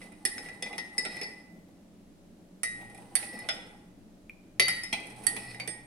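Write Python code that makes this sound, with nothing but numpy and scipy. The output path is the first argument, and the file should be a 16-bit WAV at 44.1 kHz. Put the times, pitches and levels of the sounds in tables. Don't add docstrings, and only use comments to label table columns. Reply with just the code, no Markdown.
import sys
import numpy as np
from scipy import signal
from scipy.fft import rfft, irfft, next_fast_len
from scipy.io import wavfile
from scipy.ndimage import map_coordinates

SR = 44100
rng = np.random.default_rng(int(sys.argv[2]) if len(sys.argv) > 2 else 0)


def file_out(sig):
    cols = np.atleast_2d(sig).T
    lim = np.clip(cols, -1, 1)
    pcm = np.round(lim * 32767).astype(np.int16)
    wavfile.write(sys.argv[1], SR, pcm)


N = 258426
RING_SIZE = 32768
BEAM_DB = 2.5
RIM_LOW_HZ, RIM_HIGH_HZ, SPOON_HZ, OVERTONE_HZ = 1906, 2040, 4590, 8573


def amp(db):
    return 10 ** (np.asarray(db) / 20)


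def unit(x):
    return x / np.sqrt(np.mean(x ** 2) + 1e-20)


def along(points, hz):
    point_hz, values = np.transpose(points)
    return np.interp(np.log(hz + 1), np.log(point_hz + 1), values)


def wobble(rate, size=N):
    knots = rng.standard_normal(int(size * rate / SR) + 4)
    return map_coordinates(knots, [np.arange(size) * rate / SR])


def filtered(x, response):
    m = next_fast_len(N + 8192)
    return irfft(rfft(x, m) * response(np.fft.rfftfreq(m, 1 / SR)), m)[..., :N]


def coloured(x, spectrum):
    return unit(filtered(x, lambda hz: amp(along(spectrum, hz))))


def add(track, s, sound):
    start = max(0, round(s * SR))
    track[..., start:start + sound.shape[-1]] += sound[..., :N - start]


def swell(s, length, db):
    return amp(db - 17.5 * (2 * (np.arange(N) / SR - s) / length) ** 2)


def paired(size):
    # frequency in Hz, left-right likeness (1 = identical).
    likeness = [(30, 0.033), (70, 0.94), (170, 0.94), (300, 0.97), (600, 0.44), (1500, 0.083),
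                (8000, 0.018)]
    alike = along(likeness, np.fft.rfftfreq(size, 1 / SR))
    turn = np.arccos(np.clip(alike, -1, 1)) / 2
    noise = rfft(rng.standard_normal((2, size)))
    mid, side = irfft(noise * np.array([np.cos(turn), np.sin(turn)]), size)
    return np.array([mid + side, mid - side])


def kitchen(pan_db, early_db, tail_db, early_t60=0.11):
    # frequency in Hz, time to fall by 60 dB in seconds.
    decay_times = [(200, 0.47), (2000, 0.79), (5000, 0.51), (9000, 0.66), (15000, 0.28)]
    hz, frames, z = signal.stft(paired(RING_SIZE), SR, nperseg=256)
    fading = z * amp(-60 * frames / along(decay_times, hz)[:, None])
    tail = signal.istft(fading, SR, nperseg=256)[1][:, :RING_SIZE]
    t = np.arange(RING_SIZE) / SR
    early = paired(RING_SIZE) * amp(-60 * t / early_t60) * (t > .001)
    paths = amp(early_db) * early / np.linalg.norm(early[0])
    paths += amp(tail_db) * tail / np.linalg.norm(tail[0])
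    paths[:, 0] += amp([pan_db / 2, -pan_db / 2])
    return paths


def in_kitchen(x, early_db, tail_db):
    paths = kitchen(0, early_db, tail_db)
    return signal.fftconvolve(x[None], paths / np.linalg.norm(paths[0]), axes=1)[:, :N]


def slips(rate, clump_db):
    happens = rng.random(N) < rate / SR
    return rng.standard_normal(N) * happens * amp(clump_db * wobble(45))


def bubble(hz, cycles, rise):
    t = np.arange(SR // 20) / SR
    age = t * hz / cycles
    tone = np.sin(2 * np.pi * hz * t * (1 + rise * np.minimum(age, 2)))
    return tone * np.exp(-age) * (1 - np.exp(-t * hz))


def background():
    # time in seconds, level in dB.
    hum_levels = [(0.0, -61), (0.03, -73.5), (2.5, -74), (2.76, -59), (4.41, -80), (4.63, -50.5),
                  (4.81, -61.5), (5.73, -54.5), (5.86, -60)]
    # frequency in Hz, level in dB per Hz before scaling to rms 1.
    drone_spectrum = [(60, -32), (140, -39.5), (174, 4.5), (195, 1.5), (220, 3.5), (250, -5), (285, -3),
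                      (350, -16.5), (600, -12), (1500, -41)]
    # frequency in Hz, level in dB per Hz before scaling to rms 1.
    hiss_spectrum = [(12, -39.5), (20, 7), (44, -15), (96, -8), (138, -19), (177, 0), (248, -12), (285, -2),
                     (499, -19.5), (574, -14.5), (780, -26), (11400, -37.5), (16000, -60.5)]
    # middle in seconds, length in seconds, level in dB.
    drone_swell = (1.565, 0.18, -57.5)
    t = np.arange(N) / SR
    hum_db = np.interp(t, *np.transpose(hum_levels))
    waver_db, drift = 2.5 * wobble(12), .7 * wobble(22)
    hum = amp(hum_db - 1 + waver_db) * np.sqrt(2) * np.sin(2 * np.pi * 123 * t + drift)
    drone = coloured(paired(next_fast_len(N))[:, :N], drone_spectrum)
    hiss = coloured(paired(next_fast_len(N))[:, :N], hiss_spectrum)
    return hum + (amp(-58.5) + swell(*drone_swell)) * drone + amp(-56.5) * hiss


def churning(count=3000):
    # frequency in Hz, level in dB per Hz before scaling to rms 1.
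    slosh_spectrum = [(150, -4.5), (260, -9), (380, -5.5), (500, -10.5), (700, -8), (790, -1.5), (845, 5.5),
                      (910, -8.5), (1100, -8.5), (1600, -7), (3000, -8), (8000, -53), (12000, -75)]
    gulps = np.zeros(N)
    pitches = 520 * np.exp(.5 * rng.standard_normal((count, 1)))
    tones = bubble(pitches, cycles=1.5, rise=0.049)
    for s, size, tone in zip(rng.uniform(0, N / SR, count), rng.exponential(1, count), tones):
        add(gulps, s, amp(2.9 * min(size, 3)) * tone)
    bumps = unit(slips(rate=70, clump_db=2))
    return coloured(unit(gulps) + 0.6 * bumps + 0.3 * rng.standard_normal(N), slosh_spectrum)


def tea_slaps():
    # start in seconds, level at the burst's peak in dB; the row at 1.68 s is the soft plop.
    slap_times = [(0.36, -50), (1.055, -46.5), (1.68, -58.5), (2.811, -48), (3.332, -44.5), (5.676, -45.5)]
    # frequency in Hz, level in dB per Hz before scaling to rms 1.
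    slap_spectrum = [(120, -18), (250, 2.5), (420, -3), (600, -8.5), (830, -3.5), (1100, -19.5),
                     (2500, -29.5)]
    rise_s = 0.006
    envelope = np.zeros(N)
    for s, db in slap_times:
        age = np.maximum(np.arange(N) / SR - s, 0) / rise_s
        envelope += amp(db) * age * np.exp(1 - age)
    return envelope * coloured(rng.standard_normal(N), slap_spectrum)


def stirring():
    # middle in seconds, length in seconds, slosh in dB, grit in dB.
    sweeps = [(0.013, 0.24, -54.5, -60), (0.403, 0.64, -54.5, -61), (0.724, 0.21, -47.5, -60),
              (1.115, 0.61, -51, -57.5), (2.802, 0.18, -58, -63), (2.983, 0.23, -54.5, -61),
              (3.206, 0.11, -66, -45.5), (3.418, 0.77, -51, -58.5), (4.693, 0.26, -54.5, -77),
              (5.008, 0.26, -50.5, -56), (5.315, 0.58, -51, -54.5), (5.627, 0.51, -57, -73)]
    # frequency in Hz, level in dB per Hz before scaling to rms 1.
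    grit_spectrum = [(5000, -9), (7200, -16), (8350, -4.5), (8570, -1), (8800, -4), (9900, -3),
                     (11500, -17), (14000, -18.5), (16000, -36)]
    lapping = amp(-75.5)
    flow = lapping + sum(swell(s, length, slosh_db) for s, length, slosh_db, _ in sweeps)
    pressure = sum(swell(s, length, grit_db) for s, length, _, grit_db in sweeps)
    tea = flow * churning() + tea_slaps()
    grit = pressure * coloured(slips(rate=1100, clump_db=3), grit_spectrum)
    beam = amp([[-BEAM_DB], [BEAM_DB]])
    return in_kitchen(tea, early_db=-3.5, tail_db=-1) + beam * in_kitchen(grit, early_db=4, tail_db=-2.0)


def resonances(modes, damping=1, scatter_db=3.5):
    f = np.fft.rfftfreq(RING_SIZE, 1 / SR)
    response = 0
    for k, (hz, width, db) in enumerate(modes):
        weight = (-1) ** k * amp(db + scatter_db * rng.standard_normal())
        response = response + weight * 1j * f * width / (hz * hz - f * f + 1j * f * width * damping)
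    return response


def chatter(span, bounce, soft_hz=11000, count=6):
    force = np.zeros(RING_SIZE)
    force[0] = 1
    when = rng.uniform(.1, 1, count)
    force[(when * span * SR).astype(int)] += bounce * rng.standard_normal(count) * np.exp(-when)
    return rfft(signal.lfilter(*signal.butter(2, min(soft_hz, SR / 2 - 1), fs=SR), force))


def sounded(response, db):
    x = irfft(response) * np.minimum(1, np.linspace(10, 0, RING_SIZE)) ** 2
    return amp(db) * x / np.sqrt(np.mean(x[:, :SR // 50] ** 2))


def sagged(modes, sag_hz):
    return [(hz - sag_hz, width, db) for hz, width, db in modes]


def swirled(ring):
    bend = 0.0018 * wobble(18, size=RING_SIZE)
    place = np.arange(RING_SIZE) + np.cumsum(bend)
    return np.array([map_coordinates(side, [place]) for side in ring])


def tick_colour(tilt_db):
    # frequency in Hz, gain in dB.
    gains = [(5500, 0.5), (6900, -10.5), (7700, -2), (11400, -2), (12300, -6.5), (16000, -2.5)]
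    middle_hz, reach_hz = 9200, 1462
    hz = np.fft.rfftfreq(RING_SIZE, 1 / SR)
    khz = np.clip(hz - middle_hz, -reach_hz, reach_hz) / 1000
    return amp(along(gains, hz) + tilt_db * khz)


def cup_ring(db, lower_db, wall_db, sag_hz, damping, grip, force):
    # frequency in Hz, width in Hz.
    rim_modes = [(RIM_LOW_HZ, 8), (RIM_HIGH_HZ, 10), (3861, 8)]
    # frequency in Hz, width in Hz, level in dB.
    wall_modes = [(5300, 22, 0)]
    sag_shares = (.38, 1, .15)
    third_db = -9 - 20 * np.log10(grip ** (2 / 3))
    ring = 0
    for (hz, width), share, mode_db in zip(rim_modes, sag_shares, (lower_db, 0, third_db)):
        mode = resonances([(hz - share * sag_hz, width, 0)], damping)
        ring = ring + sounded(mode * force, db + mode_db)
    wall_sag_hz = 119.4 * np.tanh(sag_hz / 32)
    wall = resonances(sagged(wall_modes, wall_sag_hz), damping)
    return swirled(ring + sounded(wall * force, db + wall_db))


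def contact(db, lower_db, hardness_db, jolt_db, foot_db, stem_db, bowl_db, wall_db, overtone_db,
            sag_hz, damping, tilt_db=0, pan_db=0):
    # frequency in Hz, width in Hz, level in dB.
    table_modes = [(175.7, 75, -8), (383, 59, -4.5), (621, 270, -6), (804, 110, -1.5)]
    saucer_modes = [(1500, 150, -9.5), (1484, 85, -6), (2010, 89, 4.5), (2530, 45, -7.5), (2344, 24, -3),
                    (2460, 150, 8.5), (2850, 130, -5), (3947, 66, -16.5), (5340, 97, -18.5),
                    (6530, 30, -16.5)]
    foot_modes = [(1380, 230, -8.5), (1660, 200, -8), (2680, 490, -8), (3206, 350, -4.5), (3444, 160, 1),
                  (4114, 570, -10), (6115, 130, -6.5), (7340, 270, -22)]
    stem_modes = [(2227, 100, 0)]
    bowl_modes = [(SPOON_HZ, 4.5, 0), (10670, 25, -12), (13540, 60, -26)]
    overtone_modes = [(6020, 65, -19), (OVERTONE_HZ, 18, 0)]
    tick_modes = [(8000, 290, -8.5), (8520, 220, -2), (9260, 67, 5.5), (9770, 42, 3), (9810, 560, 6),
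                  (9790, 120, 10.5), (11200, 700, -18), (13680, 500, -29)]
    damping = max(damping, .5)
    grip = 1 + abs(sag_hz / 8.4)
    blow = chatter(span=0.003, bounce=0.52)
    rattle = chatter(span=.007, bounce=0.58)
    snap = chatter(span=0.007, bounce=0.63, soft_hz=10470)
    lobes = np.exp(.5j * 1.61 * np.array([[1], [-1]]))
    room = lobes * rfft(kitchen(pan_db, early_db=-3.5, tail_db=-6.0))
    knock = rfft(kitchen(-3.5, early_db=6.5, tail_db=-0.5))
    beam = amp([[-BEAM_DB], [BEAM_DB]]) * rfft(kitchen(-24.5, early_db=5.0, tail_db=1.0))

    out = cup_ring(db, lower_db, wall_db, sag_hz, damping, grip, blow * room)
    thud_db = -44 + 0.76 * (db + jolt_db + 40.5)
    out += sounded(resonances(table_modes) * rattle * knock, thud_db)
    out += sounded(resonances(saucer_modes, scatter_db=1.0) * rattle * knock, db + jolt_db)
    out += sounded(resonances(foot_modes, scatter_db=2.5) * blow * knock, db + foot_db)
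    out += sounded(resonances(stem_modes) * blow * knock, db + stem_db)
    bowl = resonances(sagged(bowl_modes, 0.85 * sag_hz), grip, scatter_db=2.5)
    out += sounded(bowl * blow * room, db + bowl_db)
    overtone = resonances(overtone_modes, damping, scatter_db=6.0)
    out += sounded(overtone * blow * beam, db + overtone_db)
    tick = resonances(tick_modes, scatter_db=4) * tick_colour(tilt_db)
    return out + sounded(tick * snap * beam, db + hardness_db)


def clinks():
    # start in seconds, strength (the rim's upper mode) in dB; then, in dB against
    # stem, spoon's bowl, wall and overtone; then the rim's sag in Hz, damping (1 = rings freely, held
    # to at least 0.5), tilt of the tick in dB per kHz, left minus right of the direct ring in dB.
    hits = [(0.252, -33, -3, 7.5, -10, -7, -25, -7.5, -1, -11, 88, 1.57, -1.5, -1.5),
            (0.381, -44.5, -5, -14, -7.5, -13, -15, -11.5, -0.5, -23, 25, 1.7, -1, 4),
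            (0.624, -41.5, -10, 1.5, -1, 1, -23, -8, 0.5, -12, 38, 1.06, -5, 11),
            (0.781, -38, -5, -5.5, -8, -6, -18, -14, -3.5, -28, 32.4, 0.85, -1, 6),
            (0.9804, -30.5, -35, -2, -14.5, -25, -32, -9, 2, -26, 52.5, 1.5, -3, 3),
            (1.051, -38.5, -8.5, -5.5, -4.5, -4, -33, -24, -19, -9, 23, 0.79, -7, 0),
            (1.2134, -41.5, -5.5, -7, -0.5, -10.5, -7, -10, 1.5, -29, 32, 0.56, 1, 2),
            (1.2325, -49.5, -3, -2.5, -8, -17, -14, 4, 4, -28, 33, 1, -6, 3),
            (2.633, -37.5, 3, 8, -11.5, -12, -37, -11, -7.5, -2.5, 22.7, 0.57, -1.5, 1),
            (3.1536, -39.5, 1.5, 18, -6.5, -2.5, -4, 4, -7, 4.5, 71, 1.2, -0.5, -2),
            (3.488, -40, -5.5, -2.5, 5.5, 8.5, -8.5, -17, 6.5, -7.5, 46.5, 0.64, -1.5, 2),
            (4.5968, -21.5, -15, -5.5, -8, -5.5, -8.5, -4, -12.5, -38, 4.4, 1.3, 5, -0.5),
            (4.682, -35.5, -0.5, 3, -5.5, -2.5, -1.5, 5.5, -5, -17, 3.9, 0.47, 1, -1),
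            (4.8352, -45.5, 2.5, 4, -8, -11, -22, -11, 5, -21, 11, 0.68, -2, 6),
            (4.9276, -38.5, -3, -12, 7.5, 7, 1, -9, -8.5, -1, 7.3, 2.4, 6, 1),
            (5.2672, -38, 4.5, 17, -5, -3.5, -19, 3.5, -16, 3.5, 67, 1.27, -0.5, -6),
            (5.365, -48, -11, 3.5, 7, 1, -5, -1, -11, -5, 41, 3.1, 3, 3),
            (5.599, -54, -8, 6, 5.5, -1, 17, 10.5, -4, -12, 9.7, 1.3, -3, -4),
            (5.6756, -48.5, 3, 7.5, 4, 2.5, -2, -1, -0.5, 12, 36, 0.7, 6, -1)]
    # start in seconds,
    # strength in dB, hardness and jolt in dB against the strength.
    light_rings = [(0.016, -50, -14, -6.5), (0.12, -60, -1, -2), (0.2553, -43, 9.5, -21),
                   (0.461, -51.5, -7.5, -2.5), (0.487, -46.5, -16, -8), (0.662, -43, -13.5, -6),
                   (0.729, -44.5, -13, -2.5), (1.168, -44, -8.5, -5), (2.812, -59, -17, 2.5),
                   (2.899, -64, 4, 0), (2.947, -56, 0.5, -4), (2.978, -65, 7, 3), (3.228, -46, -12.5, -2),
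                   (3.332, -51.5, -17, -11), (3.39, -46.5, -1.5, -24), (5.069, -56.5, 4.5, -3),
                   (5.2377, -60, 12.5, 5), (5.546, -45.5, -11.5, -13)]
    out = np.zeros((2, N))
    for s, *blow in hits:
        add(out, s, contact(*blow))
    for s, db, hardness_db, jolt_db in light_rings:
        ring = contact(db, lower_db=-11, hardness_db=hardness_db, jolt_db=jolt_db, foot_db=jolt_db - 10.5,
                       stem_db=-25.5, bowl_db=-19, wall_db=-14.5, overtone_db=-23.5, sag_hz=22, damping=1.5)
        add(out, s, ring)
    return out


def singing(hz, width_hz, flutter):
    friction = 1 + flutter * (wobble(width_hz) + 1j * wobble(width_hz))
    return unit(np.real(friction * np.exp(2j * np.pi * np.cumsum(hz * np.ones(N)) / SR)))


def slides():
    # start in seconds, length in seconds, rim in dB, scraping in dB (both levels are those
    slide_rows = [(0.299, 0.27, -45, -61.5), (1.018, 0.24, -43, -47), (3.191, 0.27, -41.5, -53),
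                  (5.3, 0.25, -46.5, -53)]
    # frequency in Hz, level in dB per Hz before scaling to rms 1.
    rub_spectrum = [(800, -35), (1400, -18.5), (2300, 2.5), (2550, 9), (2900, -17.5), (3500, -9.5),
                    (4200, 1), (4550, 6), (4850, -29.5), (7000, -46.5), (14000, -58.5)]
    from_hz, to_hz, climb_s = 1950, 2070, .035
    climb_at = 0.89
    fade_s, grows_db = 0.043, 14
    t, song, rub = np.arange(N) / SR, np.zeros(N), np.zeros(N)
    grains = coloured(slips(rate=420, clump_db=4), rub_spectrum)
    scrape = grains + amp(-1.5) * singing(5240, width_hz=110, flutter=1.5)
    for s, length, rim_db, scrape_db in slide_rows:
        touching = np.clip(np.minimum(t - s, s + length - t) / fade_s, 0, 1)
        climb = .5 + .5 * np.tanh((t - s - climb_at * length) / climb_s)
        rim = singing(from_hz + (to_hz - from_hz) * climb, width_hz=70, flutter=.35)
        pressing = touching * amp(np.interp(t, [s, s + length], [-grows_db, 0]))
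        song += pressing * amp(rim_db) * rim
        rub += pressing * amp(scrape_db) * scrape
    return in_kitchen(song, early_db=-11, tail_db=-6) + in_kitchen(rub, early_db=-11, tail_db=-3)


def drip():
    # start in seconds, level in dB before 2 dB are added, starting pitch in Hz.
    drops = [(4.296, -33, 2377)]
    out = np.zeros((2, N))
    for s, db, hz in drops:
        tone = bubble(hz, cycles=8.5, rise=0.007)
        fade = amp(-60 * np.arange(len(tone)) / SR / 0.0052)
        splash = 0.09 * rng.standard_normal(len(tone)) * fade
        paths = kitchen(0, early_db=-6.0, tail_db=-12.0)
        add(out, s, amp(db + 2.0) * signal.fftconvolve([tone + splash], paths, axes=1))
    return out


def scene():
    return background() + stirring() + clinks() + slides() + drip()


def record(dry):
    return filtered(dry, lambda hz: 1 / (1 + (hz / 16300) ** 120))


dry = scene()
out = record(dry)
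file_out(out)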